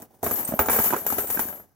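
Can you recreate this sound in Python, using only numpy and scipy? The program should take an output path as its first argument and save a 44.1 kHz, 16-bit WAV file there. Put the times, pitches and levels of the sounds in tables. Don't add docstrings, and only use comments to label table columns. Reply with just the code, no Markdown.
import sys
import numpy as np
from scipy import signal
from scipy.fft import rfft, irfft, next_fast_len
from scipy.io import wavfile
from scipy.ndimage import uniform_filter1d, map_coordinates

SR = 44100
rng = np.random.default_rng(int(sys.argv[2]) if len(sys.argv) > 2 else 0)


def to_wav(sig):
    pcm = np.clip(np.atleast_2d(sig), -1, 1) * 32767
    pcm = np.round(pcm).astype(np.int16)
    wavfile.write(sys.argv[1], SR, pcm.T)


N = 77175
T = np.arange(SR // 2) / SR


def amp(db):
    return 10 ** (np.asarray(db) / 20)


def unit(x):
    return x / np.sqrt(np.mean(x ** 2) + 1e-20)


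def onset_unit(x):
    return x / np.sqrt(np.mean(x[..., :SR // 100] ** 2) + 1e-20)


def along(points, hz):
    knots_hz, values = np.transpose(points)
    return np.interp(np.log(hz + 1), np.log(knots_hz + 1), values)


def rise(attack_s):
    return 1 - np.exp(-T / attack_s)


def fade(t60_s):
    return np.exp(-np.log(1000) * T / t60_s)


def wobble(knots_per_s, size):
    return map_coordinates(rng.standard_normal(4096), [np.arange(size) * knots_per_s / SR], mode="wrap")


def coloured(x, db_of_hz):
    n = x.shape[-1]
    m = 2 * next_fast_len(n)
    cepstrum = irfft(np.log(amp(db_of_hz(np.fft.rfftfreq(m, 1 / SR))) + 1e-6))
    cepstrum[1:m // 2] *= 2
    cepstrum[m // 2 + 1:] = 0
    return irfft(rfft(x, m) * np.exp(rfft(cepstrum)), m)[..., :n]


def noise(spectrum, size=len(T)):
    return unit(coloured(rng.standard_normal((2, size)), lambda hz: along(spectrum, hz)))


def spread(pair, width):
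    mid, side = pair
    return np.array([mid + width * side, mid - width * side]) / np.hypot(1, width)


def sine(hz):
    return np.sin(2 * np.pi * hz * T)


def tone(hz):
    return np.sqrt(2) * np.sin(2 * np.pi * (hz * T + rng.random((2, 1))))


def add(track, start_s, sound):
    i = max(0, round(start_s * SR))
    track[:, i:i + len(T)] += sound[:, :N - i]


# frequency in Hz, relative level in dB.
RUSTLE_SPECTRUM = [(30, -22.5), (75, 1), (130, -8), (240, 6), (420, 1.5), (800, 1.5), (1400, -15.5),
                   (2500, -22), (5000, -26), (16000, -12)]
# time in seconds, rustle level in dB.
RUSTLE_LEVELS = [(0, -40.5), (0.079, -59.5), (.14, -53.5), (0.217, -54.5), (0.252, -32.5), (.45, -39),
                 (.75, -41), (1.02, -43), (1.4, -41), (1.58, -46), (1.669, -62.5)]


def settling():
    level_db = np.interp(np.arange(N) / SR, *np.transpose(RUSTLE_LEVELS))
    rustle = spread(noise(RUSTLE_SPECTRUM, N), width=0.29)
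    flicker_db = 3.1 * wobble(110, N)
    return amp(level_db) * unit(rustle * amp(flicker_db))


# frequency in Hz, relative level in dB.
ROOM_SPECTRUM = [(25, -4.5), (60, 1.5), (130, 1), (270, -10), (700, -22.5), (1500, -18.5), (3200, -37),
                 (6000, -24.5), (9000, -44.5), (16000, -38)]


def room():
    return amp(-61) * spread(noise(ROOM_SPECTRUM, N), width=0.56)


# pitch in Hz, relative level in dB.
HEAP_NOTES = [(5600, -18.5), (7150, -9.5), (8450, -11.5), (10450, -6), (11050, -3.5), (11650, -7.5),
              (12270, 1), (12600, 2), (12900, -1), (13370, -2.5), (14250, 1.5), (14550, 2.5), (14860, 4),
              (15100, -5), (15550, -6.5)]


def pings(clash_t60_s, count=30, ping_t60_s=0.055, detune=0.011, scatter_db=4.5):
    out = np.zeros((2, len(T)))
    t = T[:SR // 9]
    for k in range(count):
        hz, db = HEAP_NOTES[k % len(HEAP_NOTES)]
        delay_s = min(rng.exponential(0.08 * clash_t60_s), T[-len(t) - 1])
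        hz = hz * (1 + detune * rng.standard_normal())
        gain = amp(db + scatter_db * rng.standard_normal((2, 1)))
        decay = np.exp(-np.log(1000) * (delay_s / clash_t60_s / 2 + t / ping_t60_s))
        i = int(delay_s * SR)
        out[:, i:i + len(t)] += gain * decay * np.sin(2 * np.pi * (hz * t + rng.random((2, 1))))
    return unit(out) * np.sqrt(np.mean(fade(clash_t60_s) ** 2))


COIN_ATTACK_S = 0.00035
# frequency in Hz, relative level in dB.
CLASH_SPECTRUM = [(300, -49.5), (900, -1.5), (2000, -10.5), (3500, -19.5), (5200, -19.5), (7100, -11),
                  (8500, -11), (9600, -14.5), (10400, -6), (12000, 0.5), (12700, 4), (13400, -6.5),
                  (13900, -2.5), (14550, 3), (15200, -5.5), (15800, -8.5)]
# start in seconds, level in dB, clash T60 in seconds.
COIN_HITS = [(.02, -38.5, 0.089), (0.2294, -28.5, 0.092), (.241, -25.5, 0.33), (0.264, -27.5, .3),
             (.311, -26, 0.28), (.357, -28, 0.66), (.391, -29, 0.13), (0.45, -30, 0.043),
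             (.476, -28.5, 0.23), (.591, -22, 0.28), (0.66, -29, 0.13), (0.6967, -21.5, 0.72),
             (0.715, -22, 0.27), (.73, -23, 0.67), (0.762, -27.5, 0.82), (.79, -22.5, 0.44),
             (.842, -20, 0.31), (.858, -23.5, .27), (0.903, -30, 0.43), (.964, -31.5, 0.45),
             (1.0651, -23, 0.19), (1.102, -25, 0.21), (1.123, -27.5, 0.39), (1.1832, -23.5, .3),
             (1.271, -31.5, 0.49), (1.301, -24, 0.26), (1.326, -34, 0.54), (1.344, -32, 0.5),
             (1.3916, -25, 0.32), (1.403, -35, 0.57), (1.485, -36, 0.29), (1.529, -50, 0.31),
             (1.559, -43, 0.16), (1.598, -54, .13)]


def clinks():
    out = np.zeros((2, N))
    for start_s, db, t60_s in COIN_HITS:
        rattle = unit(amp(wobble(280, len(T))))
        clash = amp(-1.5) * noise(CLASH_SPECTRUM) * rattle * fade(t60_s)
        crack = amp(1) * noise([(1500, -1), (4000, -1.5), (7000, 13), (15000, 10)]) * fade(0.013)
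        shower = amp(-3.5) * pings(t60_s)
        add(out, start_s, amp(db) * (crack + rise(COIN_ATTACK_S) * (clash + shower)))
    return out


# frequency in Hz, relative level in dB, T60 in seconds.
SHELL_MODES = [(243.4, -8.5, 0.54), (471.5, -1, 0.23), (535.3, 1.5, .14), (654.6, -3, 0.65),
               (751.6, 1.5, 0.33), (879, 2.5, 0.24), (1031, -9, 0.14), (1338, 2, 0.19), (1626, 2.5, 0.25),
               (2325, 0.5, 0.18)]


def shell_ring(scatter_db=3.5, detune=0.0025):
    ring = np.zeros((2, len(T)))
    for hz, db, t60_s in SHELL_MODES:
        gain = amp(db + scatter_db * rng.standard_normal((2, 1)))
        ring += gain * fade(t60_s) * tone(hz * (1 + detune * rng.standard_normal()))
    return onset_unit(ring)


def wall_snap(hz=730, half_length_s=0.00058):
    t = T - 2 * half_length_s
    return onset_unit(np.cos(2 * np.pi * hz * t) * np.exp(-(t / half_length_s) ** 2))


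def bed_thump(pitches_hz=(75.4, 100), detune=0.086):
    low = sum(sine(hz * (1 + detune * rng.standard_normal())) for hz in pitches_hz)
    return low * fade(0.092) * rise(0.0085)


def edge_tick():
    spectrum = [(1400, 10.5), (2300, 21), (4000, -2.5), (6800, 15), (9000, -11.5), (15000, -11)]
    return noise(spectrum) * fade(0.039)


# frequency in Hz, relative level in dB.
CLACK_SPECTRUM = [(40, -36.5), (130, -4), (230, 7), (330, -1), (450, 2), (900, -2), (1400, 2.5),
                  (2000, -6.5), (3500, -14.5), (7000, -17), (16000, -11)]
# start in seconds, level in dB, treble cutoff in Hz, thump level in dB,
# the struck spot's low and high pitch in Hz, its relative level in dB.
SHELL_BLOWS = [(.024, -42.5, 830, -76, 225, 655, 2), (0.2307, -23.5, 950, -38.5, 437, 704, 2.5),
               (0.2393, -36.5, 1480, -28, 400, 614, -5), (0.2629, -24, 1500, -36, 407, 695, -1),
               (0.3104, -27, 1250, -30.5, 470, 1190, 1.5), (.489, -30.5, 454, -69.5, 192, 650, -2),
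               (0.5206, -26, 1050, -60.5, 243, 634, 3), (0.5374, -23.5, 1050, -60.5, 214, 605, 12.5),
               (0.5915, -16, 2270, -21, 532, 1254, -1.5), (0.659, -31.5, 1006, -38.5, 453, 760, -1),
               (0.6851, -20.5, 2700, -48, 243, 935, -17), (.697, -23.5, 2000, -31, 438, 920, -2),
               (.729, -30, 2224, -55, 263, 885, -12), (0.743, -27.5, 2010, -54, 234, 790, -8),
               (0.761, -26.5, 1640, -54, 424, 830, -4), (.787, -23, 2050, -25.5, 412, 790, -14),
               (.8, -29.5, 1520, -52.5, 192, 890, 4), (0.842, -31.5, 1790, -46, 421, 765, 8.5),
               (.86, -31, 2230, -38.5, 395, 855, -11), (.905, -27.5, 2970, -59.5, 378, 1450, -2),
               (0.9261, -24, 1890, -59, 334, 998, 1), (0.9344, -19, 1700, -55, 334, 992, 3.5),
               (0.9425, -25, 1500, -63.5, 264, 1060, -2), (0.9639, -29, 2370, -61, 412, 1370, 4.5),
               (1.0633, -29, 2180, -44, 428, 854, 2.5), (1.102, -32.5, 2200, -41.5, 247, 1270, 7),
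               (1.124, -27.5, 1840, -39, 257, 844, 7.5), (1.1829, -25.5, 3670, -30, 421, 666, 2),
               (1.3002, -34.5, 1990, -41, 407, 860, 2.5), (1.345, -38, 1990, -39, 410, 840, -7),
               (1.373, -28.5, 3000, -60, 268, 1580, 9.5), (1.393, -25, 3060, -37.5, 246, 892, 1),
               (1.485, -40, 2605, -46, 265, 1620, 6), (1.526, -41, 1462, -61.5, 290, 900, -11),
               (1.598, -46, 900, -60, 430, 820, -7)]


def knocks(blow_t60_s=0.032, hollow_t60_s=0.26, air_hz=411.5):
    out = np.zeros((2, N))
    attack = rise(0.00086)
    snap = amp(-4) * wall_snap()
    for start_s, db, cutoff_hz, thump_db, low_hz, high_hz, spot_db in SHELL_BLOWS:
        hardness = min(1, cutoff_hz / 2200)
        decay = fade(blow_t60_s) + amp(-12) * hardness * fade(hollow_t60_s)
        burst = rng.standard_normal((2, len(T))) * attack * decay
        clack = onset_unit(coloured(burst, lambda hz: along(CLACK_SPECTRUM, hz)))
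        ring = amp(-7.5) * hardness * attack * shell_ring()
        spot = sine(low_hz) * fade(0.035) + amp(7.5) * sine(high_hz) * fade(0.02)
        body = spread(clack + ring, width=0.31) + amp(spot_db) * onset_unit(attack * spot) + snap
        dulled = coloured(body, lambda hz: -10 * np.log10(1 + (hz / cutoff_hz) ** 3))
        thump = bed_thump()
        air_note = amp(-2.5) * attack * sine(air_hz) * fade(0.23)
        tick = amp(-12.5) * cutoff_hz / 2000 * edge_tick()
        add(out, start_s, amp(db) * (onset_unit(dulled) + tick) + amp(thump_db) * (thump + air_note))
    return out


def rocking_tone(hz, depth=0.49, flutter_per_s=80):
    main = tone(hz) * (1 + depth * wobble(flutter_per_s, len(T)))
    shifted = depth * tone(hz) * wobble(flutter_per_s, len(T))
    return (main + shifted) / np.sqrt(1 + 2 * depth ** 2)


# start in seconds, hold in seconds, pitch in Hz, relative level in dB.
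COIN_RINGS = [(.311, 0.086, 12870, -24.5), (0.313, 0.095, 12350, -29), (0.334, 0.25, 14570, -35.5),
              (0.449, 0.012, 8480, -27.5), (0.482, 0.069, 8460, -44), (0.487, .05, 12720, -35),
              (.545, 0.035, 12680, -28.5), (.591, 0.037, 12680, -24.5), (.594, .02, 15100, -17),
              (.61, 0.066, 14480, -32), (0.67, 0.03, 15060, -27), (.716, 0.073, 14750, -24),
              (.73, 0.1, 12720, -33), (0.836, 0.054, 14650, -20.5), (0.855, 0.065, 12760, -26),
              (0.907, 0.057, 14560, -33), (0.962, 0.087, 12470, -35), (0.986, 0.057, 12900, -36),
              (1.065, 0.036, 14460, -21.5), (1.07, 0.045, 8280, -46), (1.097, 0.079, 13400, -24.5),
              (1.185, 0.047, 12830, -30.5), (1.206, 0.093, 8300, -44.5), (1.216, 0.12, 14300, -32.5),
              (1.301, 0.056, 12790, -23.5), (1.307, 0.053, 8490, -34.5), (1.324, 0.027, 14450, -28),
              (1.378, .1, 12720, -29), (1.395, 0.044, 13515, -26.5), (1.44, 0.037, 14510, -34),
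              (1.481, 0.052, 13200, -36), (1.5, 0.11, 12800, -39.5)]


def loose_coins(sag_db=4.5, damped_t60_s=0.12):
    out = np.zeros((2, N))
    for start_s, hold_s, hz, db in COIN_RINGS:
        sag = amp(-sag_db * T / hold_s)
        damping = np.exp(-np.log(1000) * np.maximum(T - hold_s, 0) / damped_t60_s)
        add(out, start_s, amp(db - 2) * rise(COIN_ATTACK_S) * sag * damping * rocking_tone(hz))
    return out


def hollow_ripple_db(hz, spacing_hz=69.76):
    ripple = map_coordinates(rng.standard_normal(1024), [hz / spacing_hz], mode="wrap")
    return 4 * ripple * np.interp(hz, [1200, 2200, 9000, 12000], [0.028, 0.86, 1.0, 0.077])


# frequency in Hz, left minus right in dB.
STEREO_BALANCE = [(100, 0.5), (400, -2), (900, -4.5), (1450, -15.5), (2200, -0.5), (5000, 2), (6300, -5),
                  (7900, -8.5), (8600, -1.5), (10000, -0.5), (12000, 6), (14000, 9.5), (15800, 1)]


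def bottle_colour(channel, side):
    def gain_db(hz):
        other_side_gain = amp(side * along(STEREO_BALANCE, hz))
        return hollow_ripple_db(hz) + 10 * np.log10(2 / (1 + other_side_gain ** 2))
    return coloured(channel, gain_db)


def scene():
    left, right = knocks() + clinks() + loose_coins() + settling()
    return np.array([bottle_colour(left, -1), bottle_colour(right, 1)]) + room()


def record(dry, low_cut_hz=56, top_hz=15800, gate_db=-48, gate_window_s=0.043):
    thin = signal.sosfilt(signal.butter(2, low_cut_hz, "high", fs=SR, output="sos"), dry)
    power = uniform_filter1d(np.mean(thin ** 2, axis=0), int(gate_window_s * SR))
    level_db = 10 * np.log10(np.abs(power) + 1e-12)
    gain_db = np.clip(0.48 * (level_db - gate_db), -13, 0)
    return signal.sosfilt(signal.ellip(10, .2, 80, top_hz, fs=SR, output="sos"), thin * amp(gain_db))


dry = scene()
out = record(dry)
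to_wav(out)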